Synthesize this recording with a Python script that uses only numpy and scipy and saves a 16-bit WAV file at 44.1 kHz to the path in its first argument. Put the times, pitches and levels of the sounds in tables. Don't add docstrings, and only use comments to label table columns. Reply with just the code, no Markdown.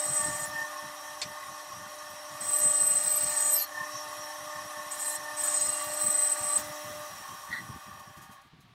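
import sys
import numpy as np
from scipy import signal
from scipy.fft import rfft, irfft, next_fast_len
from scipy.io import wavfile
from scipy.ndimage import uniform_filter1d, map_coordinates

SR = 44100
rng = np.random.default_rng(int(sys.argv[2]) if len(sys.argv) > 2 else 0)


def to_linear_factor(level_db):
    exponent = np.asarray(level_db, float) / 20
    return 10 ** exponent


def generate_wav(signal):
    frames = np.transpose(np.atleast_2d(signal))
    scaled = np.clip(frames, -1, 1) * 32767
    pcm = np.round(scaled).astype(np.int16)
    wavfile.write(sys.argv[1], SR, pcm)


N = 385421
TIME = np.arange(N) / SR
SPIN_HZ = 104.35
SWITCH_OFF_S, HUM_DIES_S = 7.08, 0.062


def unit(x):
    return x / np.sqrt(np.mean(np.abs(x) ** 2) + 1e-20)


def curves(rows):
    s, *cols = np.transpose(rows)
    return [np.interp(TIME, s, c) for c in cols]


def ramp(s, length):
    return np.clip((TIME - s) / length, 0, 1)


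def swell(s, length, db):
    return to_linear_factor(db) * np.exp(-((TIME - s) / length) ** 2)


def flares(rows):
    return sum(swell(*row) for row in rows)


def wobble(rate):
    return map_coordinates(rng.standard_normal(int(N * rate / SR) + 4), [TIME * rate])


def fuzz(width_hz, count=N):
    m = next_fast_len(count + 4096)
    bell = np.exp(-np.log(4) * (np.fft.fftfreq(m, 1 / SR) / width_hz) ** 2)
    noise = rng.standard_normal(m) + 1j * rng.standard_normal(m)
    return unit(np.fft.ifft(bell * noise)[:count])


def tone(hz):
    return np.sqrt(2) * np.exp(2j * np.pi * np.cumsum(hz + np.zeros(N)) / SR)


def band(hz, width_hz):
    phasor = np.sqrt(2) * np.exp(2j * np.pi * np.cumsum(hz) / SR)
    return (fuzz(width_hz, count=len(hz)) * phasor).real


def resonance(modes, hz):
    return sum(to_linear_factor(2 * db) / (1 + (2 * (hz - c) / w) ** 2) ** 2 for c, w, db in modes)


def rush(spectrum=None, modes=()):
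    m = next_fast_len(N)
    f = np.fft.rfftfreq(m, 1 / SR) + 1
    power = resonance(modes, f)
    if spectrum:
        hz, db = np.transpose(spectrum)
        power = to_linear_factor(2 * np.interp(np.log(f), np.log(hz), db, left=-120, right=-120))
    return unit(irfft(rfft(rng.standard_normal(m)) * np.sqrt(power), m)[:N])


def patchy(x, depth_db):
    z = signal.stft(x, nperseg=512)[2]
    field = uniform_filter1d(rng.standard_normal(z.shape), size=4, axis=0)
    field = uniform_filter1d(field, size=8, axis=1)
    return unit(signal.istft(z * to_linear_factor(depth_db * unit(field)), nperseg=512)[1][:N])


# t/s, share of full speed
SPEED = [(0, 1), (7.05, 1), (7.75, 0.47), (8.5, 0.002), (8.74, 0.003)]
# t/s, hum level/dB
STRAIN = [(0.0, -47), (0.2, -46), (0.87, -50.5), (1.87, -52.5), (2.3, -51.5), (2.63, -46.5), (2.94, -48.5),
          (3.55, -47.5), (3.63, -53), (3.78, -50), (4.0, -49), (4.25, -49.5), (4.97, -50), (5.5, -47),
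          (6.52, -46.5), (7.08, -50.5)]
STRAIN_REST_DB = -50


def running(rest_db, follows, slowing_db, stop_db):
    strain_db = (curves(STRAIN)[0] - STRAIN_REST_DB) * (1 - ramp(SWITCH_OFF_S, HUM_DIES_S))
    coasting_db = slowing_db * np.log10(curves(SPEED)[0] + 0.0063)
    return to_linear_factor(rest_db + follows * strain_db + coasting_db - stop_db * ramp(8.4, 0.11))


# t/s, squeal level/dB
CUTS = [
    [(0.0, -30.5), (0.1, -34), (0.17, -27.5), (0.39, -41), (0.43, -34), (0.48, -53.5)],
    [(2.395, -52), (2.44, -39), (2.56, -24.5), (2.985, -25), (2.998, -29), (3.05, -26), (3.29, -30),
     (3.53, -26), (3.66, -60)],
    [(4.895, -58), (4.92, -35), (4.985, -54), (5.008, -29.5), (5.045, -37.5), (5.075, -32), (5.135, -42),
     (5.155, -33.5), (5.185, -51)],
    [(5.36, -35.5), (5.52, -27.5), (5.66, -30.5), (5.88, -39.5), (6.07, -26.5), (6.325, -25), (6.35, -39),
     (6.57, -28.5), (6.64, -64.5)],
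]


def load():
    gate = 0
    for rows in CUTS:
        start, end = rows[0][0], rows[-1][0]
        edge = np.minimum(TIME - start + (start == 0), end - TIME)
        gate = gate + np.clip(edge / 0.019, 0, 1)
    return gate


# f/Hz, width/Hz, steady share 0-1, level/dB of sidebands at -2..2 times twice the spin
SQUEAL = [(8149, 26, .8, [-20, -13, 0, -16, -27]), (8174, 20, .7, [-21, -14, -9, -19, -29]),
          (8125, 24, .5, [-27, -23, -11, -21, -40]), (8059, 14, .5, [-34, -26, -24, -26, -40]),
          (8155, 90, .0, [-25, -19, -9, -20, -34]), (8080, 400, .0, [-40, -40, -16, -40, -40]),
          (8449, 10, .6, [-60, -60, -25, -60, -60])]


def squeal():
    out = 0
    for hz, width_hz, steady, sidebands_db in SQUEAL:
        chop = 0
        for order, db in zip(range(-2, 3), sidebands_db):
            chop = chop + to_linear_factor(db) * 1j ** (abs(order) * 2 / 3) * tone(2 * order * SPIN_HZ)
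        strength = steady + (1 - steady) * fuzz(width_hz)
        out = out + strength * chop * tone(hz + 2.68 * wobble(12))
    return unit(out.real)


# f/Hz, level/dB
IDLE = [(2500, -12), (4800, -22), (6000, -11.5), (6500, -15.5), (9200, -11), (12200, -20), (13450, -26),
        (13600, -24.5), (15800, -30)]
# f/Hz, width/Hz, level/dB
GUIDES = [(5160, 70, -5.5), (6880, 200, 4), (7970, 220, 2.5), (9200, 130, 4), (9350, 100, 5),
          (10820, 80, 8), (11700, 82, 2.5), (11920, 220, 5), (12600, 250, 0), (14100, 126, -3.5)]
# f/Hz, width/Hz, level/dB
FRAME = [(2523, 40, -2.5), (3140, 35, -4.5), (3300, 52, -1), (3895, 110, 1.5), (4260, 30, 0),
         (4900, 30, -15), (5190, 280, -8)]


def idle_rub(gate):
    idle = to_linear_factor(2.0) * patchy(rush(IDLE), depth_db=2.5) + rush(modes=GUIDES)
    idle = idle + to_linear_factor(-7.5) * rush(modes=FRAME)
    wedged = to_linear_factor(-7.0) * rush([(9000, -19), (12500, -6), (13500, 5.0), (15800, -2)])
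    wedged = (TIME > CUTS[-1][-1][0]) * wedged
    friction = running(rest_db=-54, follows=1, slowing_db=20.5, stop_db=-10)
    return friction * ((1 - gate) * idle + wedged)


# f/Hz, level/dB
KERF = [(6000, -28), (7300, 5.5), (8800, 5.5), (9300, 3), (11000, -1.5), (13000, -10), (14000, -11),
        (15800, -8)]
# f/Hz, level/dB
RASP = [(1200, -9.5), (2200, -5), (4000, -1.5), (5400, 2), (6500, 3.5), (7400, -8), (8500, -39)]
# f/Hz, width/Hz, level/dB
GRAIN = [(2320, 56, -9), (2795, 28, -3.5), (3140, 60, -7.5), (4040, 51, -1), (4250, 22, -3.5),
         (4450, 17, -10), (4830, 26, -11), (5050, 42, -8), (5390, 29, -1.5), (5520, 27, -1), (5720, 37, -3),
         (6030, 46, -6), (6590, 66, -6)]
# t/s, length/s, level/dB
SQUEAL_FLARES = [(2.416, 0.0068, -31), (2.68, 0.0099, -35), (2.984, 0.012, -30), (3.45, 0.057, -36),
                 (6.56, 0.018, -30)]
LOWER_FLARES = [(.2, 0.42, -51), (2.66, 0.054, -47), (3.445, 0.11, -40.5), (4.93, 0.018, -49),
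                (5.06, 0.055, -51), (5.563, 0.16, -42.5), (6.55, 0.05, -53)]
UPPER_FLARES = [(2.86, 0.074, -47), (3.581, 0.059, -29), (5.14, 0.025, -49), (6.3, 0.13, -60)]
RASP_FLARES = [(3.3, 0.28, -51), (3.6, 0.037, -50), (5.55, 0.18, -51)]
KERF_FLARES = [(.45, 0.05, -57), (3.63, 0.015, -49), (5.09, 0.1, -50), (5.45, 0.024, -38),
               (2.415, 0.0043, -57), (6.6, .03, -63)]


def cutting():
    squeal_db, = curves(np.concatenate(CUTS))

    def bitten(level_db, share, jolts):
        return to_linear_factor(level_db + share * (squeal_db + 30)) + flares(jolts)

    whine = (to_linear_factor(squeal_db + 0.25 * wobble(25)) + flares(SQUEAL_FLARES)) * squeal()
    lower = rush(modes=[(7000, 150, 12.0), (7200, 180, -14.5)])
    upper = rush(modes=[(12400, 44, 15.0), (12300, 150, 4), (12650, 170, 6.5), (11100, 70, -13.0)])
    rings = bitten(-53, 0.12, LOWER_FLARES) * to_linear_factor(2.5 * wobble(30)) * lower
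    rings = rings + bitten(-53.5, 0.15, UPPER_FLARES) * to_linear_factor(1.54 * wobble(22)) * upper
    rasp = 0.8 * patchy(rush(RASP), depth_db=2.5) + 0.6 * patchy(rush(modes=GRAIN), depth_db=3)
    chips = patchy(rush(KERF), depth_db=2.5)
    kerf = to_linear_factor(1.5 + wobble(30)) * chips + to_linear_factor(-6.0) * rush(modes=GUIDES)
    gate, judder = load(), to_linear_factor(0.38 * wobble(17))
    wood = whine + rings + bitten(-49.5, 0.14, RASP_FLARES) * rasp
    wood = wood + bitten(-45.5, 0.2, KERF_FLARES) * judder * kerf
    return gate * wood + judder * idle_rub(gate)


# start t/s, end t/s, start f/Hz, end f/Hz, level/dB
CHIRPS = [(2.534, 2.653, 15700, 9100, -39), (2.798, 2.974, 15200, 8900, -43.5),
          (3.061, 3.21, 16200, 10600, -36), (3.2, 3.336, 15000, 13400, -45.5),
          (3.358, 3.46, 15300, 12000, -46), (2.476, 2.527, 15600, 14600, -48.5),
          (2.86, 2.946, 14500, 12600, -48), (3.18, 3.25, 15700, 14300, -50),
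          (5.902, 5.93, 4500, 4100, -53.5), (3.5, 3.615, 6400, 4450, -38.5),
          (3.62, 3.67, 4450, 4350, -47.5), (3.606, 3.63, 12000, 11200, -29),
          (5.072, 5.118, 10900, 10200, -41), (5.53, 5.63, 7300, 6350, -41.5),
          (5.59, 5.635, 5300, 4900, -46), (5.64, 5.7, 5600, 4800, -44), (3.57, 3.62, 3100, 2200, -38),
          (5.605, 5.722, 15200, 14300, -48), (5.814, 5.88, 15300, 13500, -46),
          (6.016, 6.14, 16000, 13300, -41), (6.2, 6.32, 14700, 14000, -46),
          (0.438, 0.501, 10300, 10400, -50), (.44, 0.51, 14900, 14700, -52),
          (6.572, 6.62, 15200, 14600, -43.5)]
# f/Hz, width/Hz, level/dB
STEEL = [(4200, 590, 5), (4800, 400, -4), (5330, 840, -5), (6620, 200, 1), (10400, 190, 2.5),
         (11300, 500, -4.5), (12250, 330, 6.5), (13700, 390, -0.5), (14630, 360, -0.5), (15700, 500, 2.5),
         (9970, 11000, -12)]


def whistles():
    stray = []
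    for rows in CUTS:
        starts = np.arange(rows[0][0], rows[-1][0] - 0.08, 0.05)
        for s, (u, v, w) in zip(starts, rng.random((40, 3))):
            stray.append((s, s + 0.045 + 0.03 * u, 11500 + 4300 * v, 10500 + 4000 * v, -58 + 6 * w))
    out = np.zeros(N)
    for start, end, hz0, hz1, db in list(CHIRPS) + stray:
        a, b = round(start * SR), round(end * SR)
        glide = np.linspace(hz0, hz1, b - a)
        width_hz = 0.026 * hz1 + 0.04 * abs(hz0 - hz1)
        out[a:b] += to_linear_factor(db + 2.5) * np.hanning(b - a) ** 0.25 * band(glide, width_hz)
    m = next_fast_len(N)
    steel = np.sqrt(resonance(STEEL, np.fft.rfftfreq(m, 1 / SR)))
    return to_linear_factor(2.4 * wobble(55)) * irfft(rfft(out, m) * steel, m)[:N]


# t/s, length/s, f/Hz, level/dB
SONGS = [(0.43, .012, 4050, -50), (3.05, .5, 2794, -60), (3.0, .5, 4269, -59), (3.0, .4, 5335, -57),
         (3.08, .05, 13600, -50), (3.2, .22, 2340, -56), (3.31, .04, 13700, -45), (3.52, .12, 15100, -53),
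         (3.565, .02, 4150, -51), (3.62, .03, 4190, -43), (3.61, .06, 4190, -50), (3.6, .015, 5800, -47),
         (3.63, .012, 6500, -47), (3.615, .018, 4550, -43), (3.62, .02, 14700, -45),
         (3.62, .02, 10400, -44), (3.635, .008, 11300, -42), (3.822, .049, 1064, -41),
         (5.075, .015, 9700, -46), (5.14, .04, 4090, -51), (5.445, .015, 4090, -49),
         (5.45, .015, 9300, -42), (5.46, .015, 11900, -44), (5.62, .16, 4070, -54), (5.82, .19, 2790, -53),
         (6.05, .4, 4050, -56), (6.0, .4, 4270, -59), (5.06, .08, 4080, -55), (2.11, .012, 14100, -54),
         (5.46, .025, 1740, -45), (5.45, .02, 1310, -48), (7.55, .3, 1525, -60), (5.68, .06, 9650, -53),
         (5.41, .04, 10400, -53), (6.0, .4, 12150, -57), (6.23, .07, 4040, -50), (6.26, .06, 14500, -49),
         (6.56, .06, 4040, -50), (7.65, .025, 1820, -52), (8.3, .22, 1660, -65), (8.62, .15, 1150, -72),
         (7.75, .35, 1185, -56)]


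def singing():
    out = 0
    for s, length, hz, db in SONGS:
        steady = np.clip(length / 0.15, 0.3, 0.85)
        strength = steady + (1.1 - steady) * fuzz(0.02 * hz)
        out = out + swell(s, length, db) * (strength * tone(hz)).real
    return to_linear_factor(1.8 * wobble(28)) * out


def belt():
    return np.exp(-2j * np.pi * 34.5 * (TIME - 3.781))


# t/s, length/s, first twang level/dB, second twang level/dB
TWANG = [(0.257, 0.064, -52, -39.5), (0.582, 0.16, -52, -35.5), (1.1, 0.57, -59, -56.5),
         (3.404, 0.11, -54.5, -49), (3.78, 0.098, -57, -39.5), (4.25, 0.28, -54, -56.5),
         (4.695, 0.18, -60, -52), (5.25, 0.2, -53.5, -46), (6.6, 0.5, -64, -89), (7.56, 0.036, -62, -46)]


def blade():
    low_gain = running(rest_db=-59.5, follows=0.54, slowing_db=10, stop_db=12)
    high_gain = running(rest_db=-56, follows=0.15, slowing_db=14.5, stop_db=-6)
    for s, length, low_db, high_db in TWANG:
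        low_gain = low_gain + swell(s, length, low_db)
        high_gain = high_gain + swell(s, length, high_db)
    lap_s = 0.247
    lap = (1 - 0.79 * load()) * (np.cos(2 * np.pi * (TIME - 3.81) / lap_s) - 1) / 2
    beat = 1 + (0.23 + swell(4.4, 1.0, -4.5)) * belt() + 0.12 / belt()
    low = low_gain * to_linear_factor(2.5 + 14 * lap ** 2 * np.sign(lap)) * tone(902 + 1.096 * wobble(7.3))
    high = high_gain * to_linear_factor(1.0 + 13 * lap + 0.58 * wobble(35)) * beat * tone(1806 + 1.4 * wobble(8))
    return (low + high).real


# rest f/Hz, split in bearing turns, width/Hz, level/dB
RACES = [(5625, -1, 45, -1), (5628, 1, 45, -1), (5945, 2, 40, -8), (3280, 6, 80, -12), (6154, 0, 28, -7)]
# t/s, length/s, level/dB
BEARING_FLARES = [(.1, 0.17, -53), (3.97, 0.055, -41.5), (4.23, 0.024, -46)]


def bearings():
    speed, = curves(SPEED)
    rings = sum(to_linear_factor(db) * fuzz(w) * tone(hz + k * SPIN_HZ * speed) for hz, k, w, db in RACES)
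    steady = running(rest_db=-54.5, follows=0.53, slowing_db=25, stop_db=9) * to_linear_factor(0.61 * wobble(7))
    return (steady + to_linear_factor(-5.5) * flares(BEARING_FLARES)) * rings.real


# f/Hz, level/dB
HUM = [(300, -14), (600, 0), (754, -12), (1216, -9), (2009, -15.5)]
# f/Hz, width/Hz, level/dB
CABINET = [(790, 56, 0.5), (941, 16, 3), (1209.6, 23.4, 7.5), (1146, 65, 4.5), (1465, 150, -9),
           (1444, 5.3, 2.5), (1806, 220, -5), (2516, 51, -8.5), (3188, 130, -8.5)]
# f/Hz, spectral level/dB
HOUSING = [(200, -21.5), (400, -18.5), (525, -20.5), (550, -7), (700, -10), (1020, -9.5), (1300, -10),
           (1620, -11.5), (2000, -5.5), (2120, -17), (6000, -17.5)]
# t/s, share 0-1
SHIFT = [(0, 0.8), (.45, 0.8), (.7, 0), (2.39, .1), (2.53, 1), (3.6, .95), (3.67, 0.1), (5.45, 0.04),
         (5.7, 0.8), (6.6, 0.83), (6.75, 0.36), (8.74, 0.32)]


def motor():
    hum = sum(to_linear_factor(db + 1.73 * wobble(9)) * tone(hz + 0.96 * wobble(6)).real for hz, db in HUM)
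    loaded = np.clip(curves(SHIFT)[0], 0, 1)
    free_panel = (1 + 0.38 * belt().real) * rush(modes=[(1090, 32, 0)])
    loaded_panel = rush(modes=[(1155.6, 21.5, 2), (2353, 76, -21), (2700, 230, -25.5)])
    panel = to_linear_factor(-1.0) * (1 - loaded) * free_panel + to_linear_factor(-1.5) * loaded * loaded_panel
    housing_db = -0.82 + 1.84 * load() - 7.3 * (1 - curves(SPEED)[0])
    rattle = rush(modes=CABINET) + to_linear_factor(2.7 * wobble(17)) * panel
    rattle = rattle + to_linear_factor(housing_db) * patchy(rush(HOUSING), depth_db=2.1)
    powered = to_linear_factor(STRAIN_REST_DB - 12.5 * ramp(SWITCH_OFF_S, HUM_DIES_S))
    hum = powered * running(rest_db=0.5, follows=1.44, slowing_db=11.5, stop_db=9) * hum
    return hum + running(rest_db=-48.5, follows=0.64, slowing_db=7.5, stop_db=11) * rattle


# f/Hz, width/Hz, level/dB
OBJECTS = [
    [(2370, 340, 1.5), (3680, 1200, -0.5), (4430, 450, 1), (5040, 400, 1), (7200, 540, -3), (8000, 440, -2),
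     (9500, 460, -11), (1490, 2300, -11), (6100, 950, -5)],
    [(1710, 88, -3), (1937, 120, 4), (2000, 95, -6), (1460, 160, -11), (3550, 200, -16.5), (4000, 150, -13),
     (4370, 160, -16.5)],
    [(1500, 700, -12.5), (6500, 370, 13), (8900, 880, -3), (12000, 1200, 7), (14800, 1200, -5),
     (7970, 15000, 10)],
]
# t/s, rise/s, length/s, level/dB, object index
KNOCKS = [(1.215, 0.0011, 0.022, -32.5, 0), (1.592, .004, 0.02, -52, 0), (6.57, .006, 0.032, -38.5, 2),
          (7.505, 0.006, 0.02, -39, 1), (7.526, 0.003, 0.032, -34, 1), (7.555, 0.017, 0.037, -35.5, 1),
          (7.833, 0.0025, .012, -60, 2), (7.994, 0.0022, 0.015, -55, 2), (8.164, .005, 0.028, -57, 2),
          (8.209, .01, 0.043, -55.5, 2), (8.304, 0.012, 0.048, -58, 2), (8.413, 0.0022, 0.014, -66.5, 2),
          (8.602, 0.0026, 0.033, -68, 2)]


def knocks():
    voices = [rush(modes=modes) for modes in OBJECTS]
    out = np.zeros(N)
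    for s, rise, length, db, what in KNOCKS:
        t = np.clip(TIME - s, 0, 1)
        attack = 1 - np.exp(-(t / rise) ** 2)
        decay = to_linear_factor(-9 * (t / length) ** 2) + to_linear_factor(-8.5 - 9 * t / length)
        out += to_linear_factor(db) * attack * decay * voices[round(what)]
    return out


# f/Hz, level/dB, t60/s
CLACK = [(2350, -37, .04), (3564, -42, .06), (4150, -38, .06), (4339, -35, .07), (4520, -37, .06),
         (4936, -39, .03), (5076, -44, .13), (7250, -35, .03), (7951, -36, .04)]


def clack():
    t = np.clip(TIME - 1.216, 0, 1)
    ringing = sum(to_linear_factor(db - 60 * t / t60) * np.sin(2 * np.pi * hz * t) for hz, db, t60 in CLACK)
    return ringing * (1 - np.exp(-t / 0.00055))


# f/Hz, level/dB
DRAUGHT = [(24, -45), (45, -17.5), (110, -1), (200, -4), (300, -12), (480, -23), (560, -48)]
# start t/s, length/s, level/dB
PUFFS = [(0.05, 0.1, -51), (0.19, 0.26, -50.5), (0.47, 0.17, -54), (0.82, 0.086, -48.5), (1.085, 0.05, -59),
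         (1.205, 0.027, -68), (1.24, 0.081, -48), (1.41, 0.047, -60), (1.467, 0.068, -54),
         (1.664, 0.22, -53), (2.021, 0.043, -62), (2.09, 0.06, -59), (2.164, 0.045, -61),
         (2.297, 0.065, -54), (2.403, 0.033, -54), (2.45, 0.062, -57), (2.604, 0.11, -51),
         (2.767, 0.36, -55), (3.13, 0.056, -61), (3.2, 0.13, -50), (3.435, 0.061, -60), (3.716, 0.11, -65),
         (3.803, 0.033, -51), (3.935, 0.041, -44), (4.046, 0.055, -50), (4.162, 0.065, -54),
         (4.232, 0.051, -58), (4.378, 0.097, -55.5), (4.546, 0.12, -53), (4.764, 0.059, -60),
         (4.857, 0.043, -64), (4.958, 0.024, -57), (5.168, 0.18, -57), (5.412, 0.047, -54.5),
         (5.493, 0.038, -60), (5.6, 0.17, -58), (5.798, 0.053, -63), (5.86, 0.11, -56), (5.95, 0.029, -65),
         (6.031, 0.06, -41.5), (6.124, 0.12, -61), (6.405, 0.09, -50), (6.564, 0.15, -45.5),
         (6.728, 0.037, -70), (6.83, 0.18, -51), (7.01, 0.049, -64), (7.098, 0.12, -50.5),
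         (7.285, 0.064, -48.5), (7.382, 0.08, -63), (7.484, 0.28, -50.5), (7.857, 0.16, -51.5),
         (8.062, 0.055, -51), (8.163, 0.1, -49.5), (8.283, 0.041, -50), (8.37, 0.029, -63),
         (8.445, 0.045, -59), (8.523, 0.15, -53.5), (8.677, 0.075, -60)]
# t/s, peak level/dB
THUMPS = [(0.255, -36), (0.277, -31), (0.411, -37), (2.654, -39), (3.036, -37.5), (5.666, -26.5),
          (7.496, -37), (7.579, -37), (7.69, -27), (7.739, -33)]


def draught():
    rise_s, fall_s, sag_db, thump_s = 0.013, 0.01, 8, 0.0097
    envelope = to_linear_factor(-79.5 + 2.5 * wobble(15))
    for s, length, db in PUFFS:
        first = round(s * SR)
        t = TIME[first:round((s + length + 0.1) * SR)] - s
        shape = np.clip(np.minimum(t / rise_s, 1 + (length - t) / fall_s), 0, 1)
        envelope[first:][:len(t)] += to_linear_factor(db - 1.9 - sag_db * t / length) * shape
    for s, db in THUMPS:
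        u = np.clip((TIME - s) / thump_s, 0, 30)
        envelope += to_linear_factor(db - 14.5) * u * np.exp(1 - u)
    return envelope * to_linear_factor(3.3 * wobble(45) + 1.4 * wobble(18)) * rush(DRAUGHT)


def room():
    return to_linear_factor(-63.5) * rush([(25, -15.5), (80, -2), (200, -12), (480, -18.5), (700, -6.5),
                              (4000, -11.0), (8000, -31.5), (15700, -43.5)])


def scene():
    wood_and_steel = cutting() + whistles() + singing()
    machine = blade() + bearings() + motor()
    return (wood_and_steel + machine + knocks() + clack() + draught() + room())[None]


def roll_off(x):
    return signal.sosfilt(signal.butter(12, 17030, fs=SR, output="sos"), x)


def record(dry):
    m = next_fast_len(N)
    passed = np.fft.rfftfreq(m, 1 / SR) < 15760
    mix = irfft(rfft(dry, m) * passed, m)[:, :N]
    return roll_off(mix)


dry = scene()
out = record(dry)
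generate_wav(out)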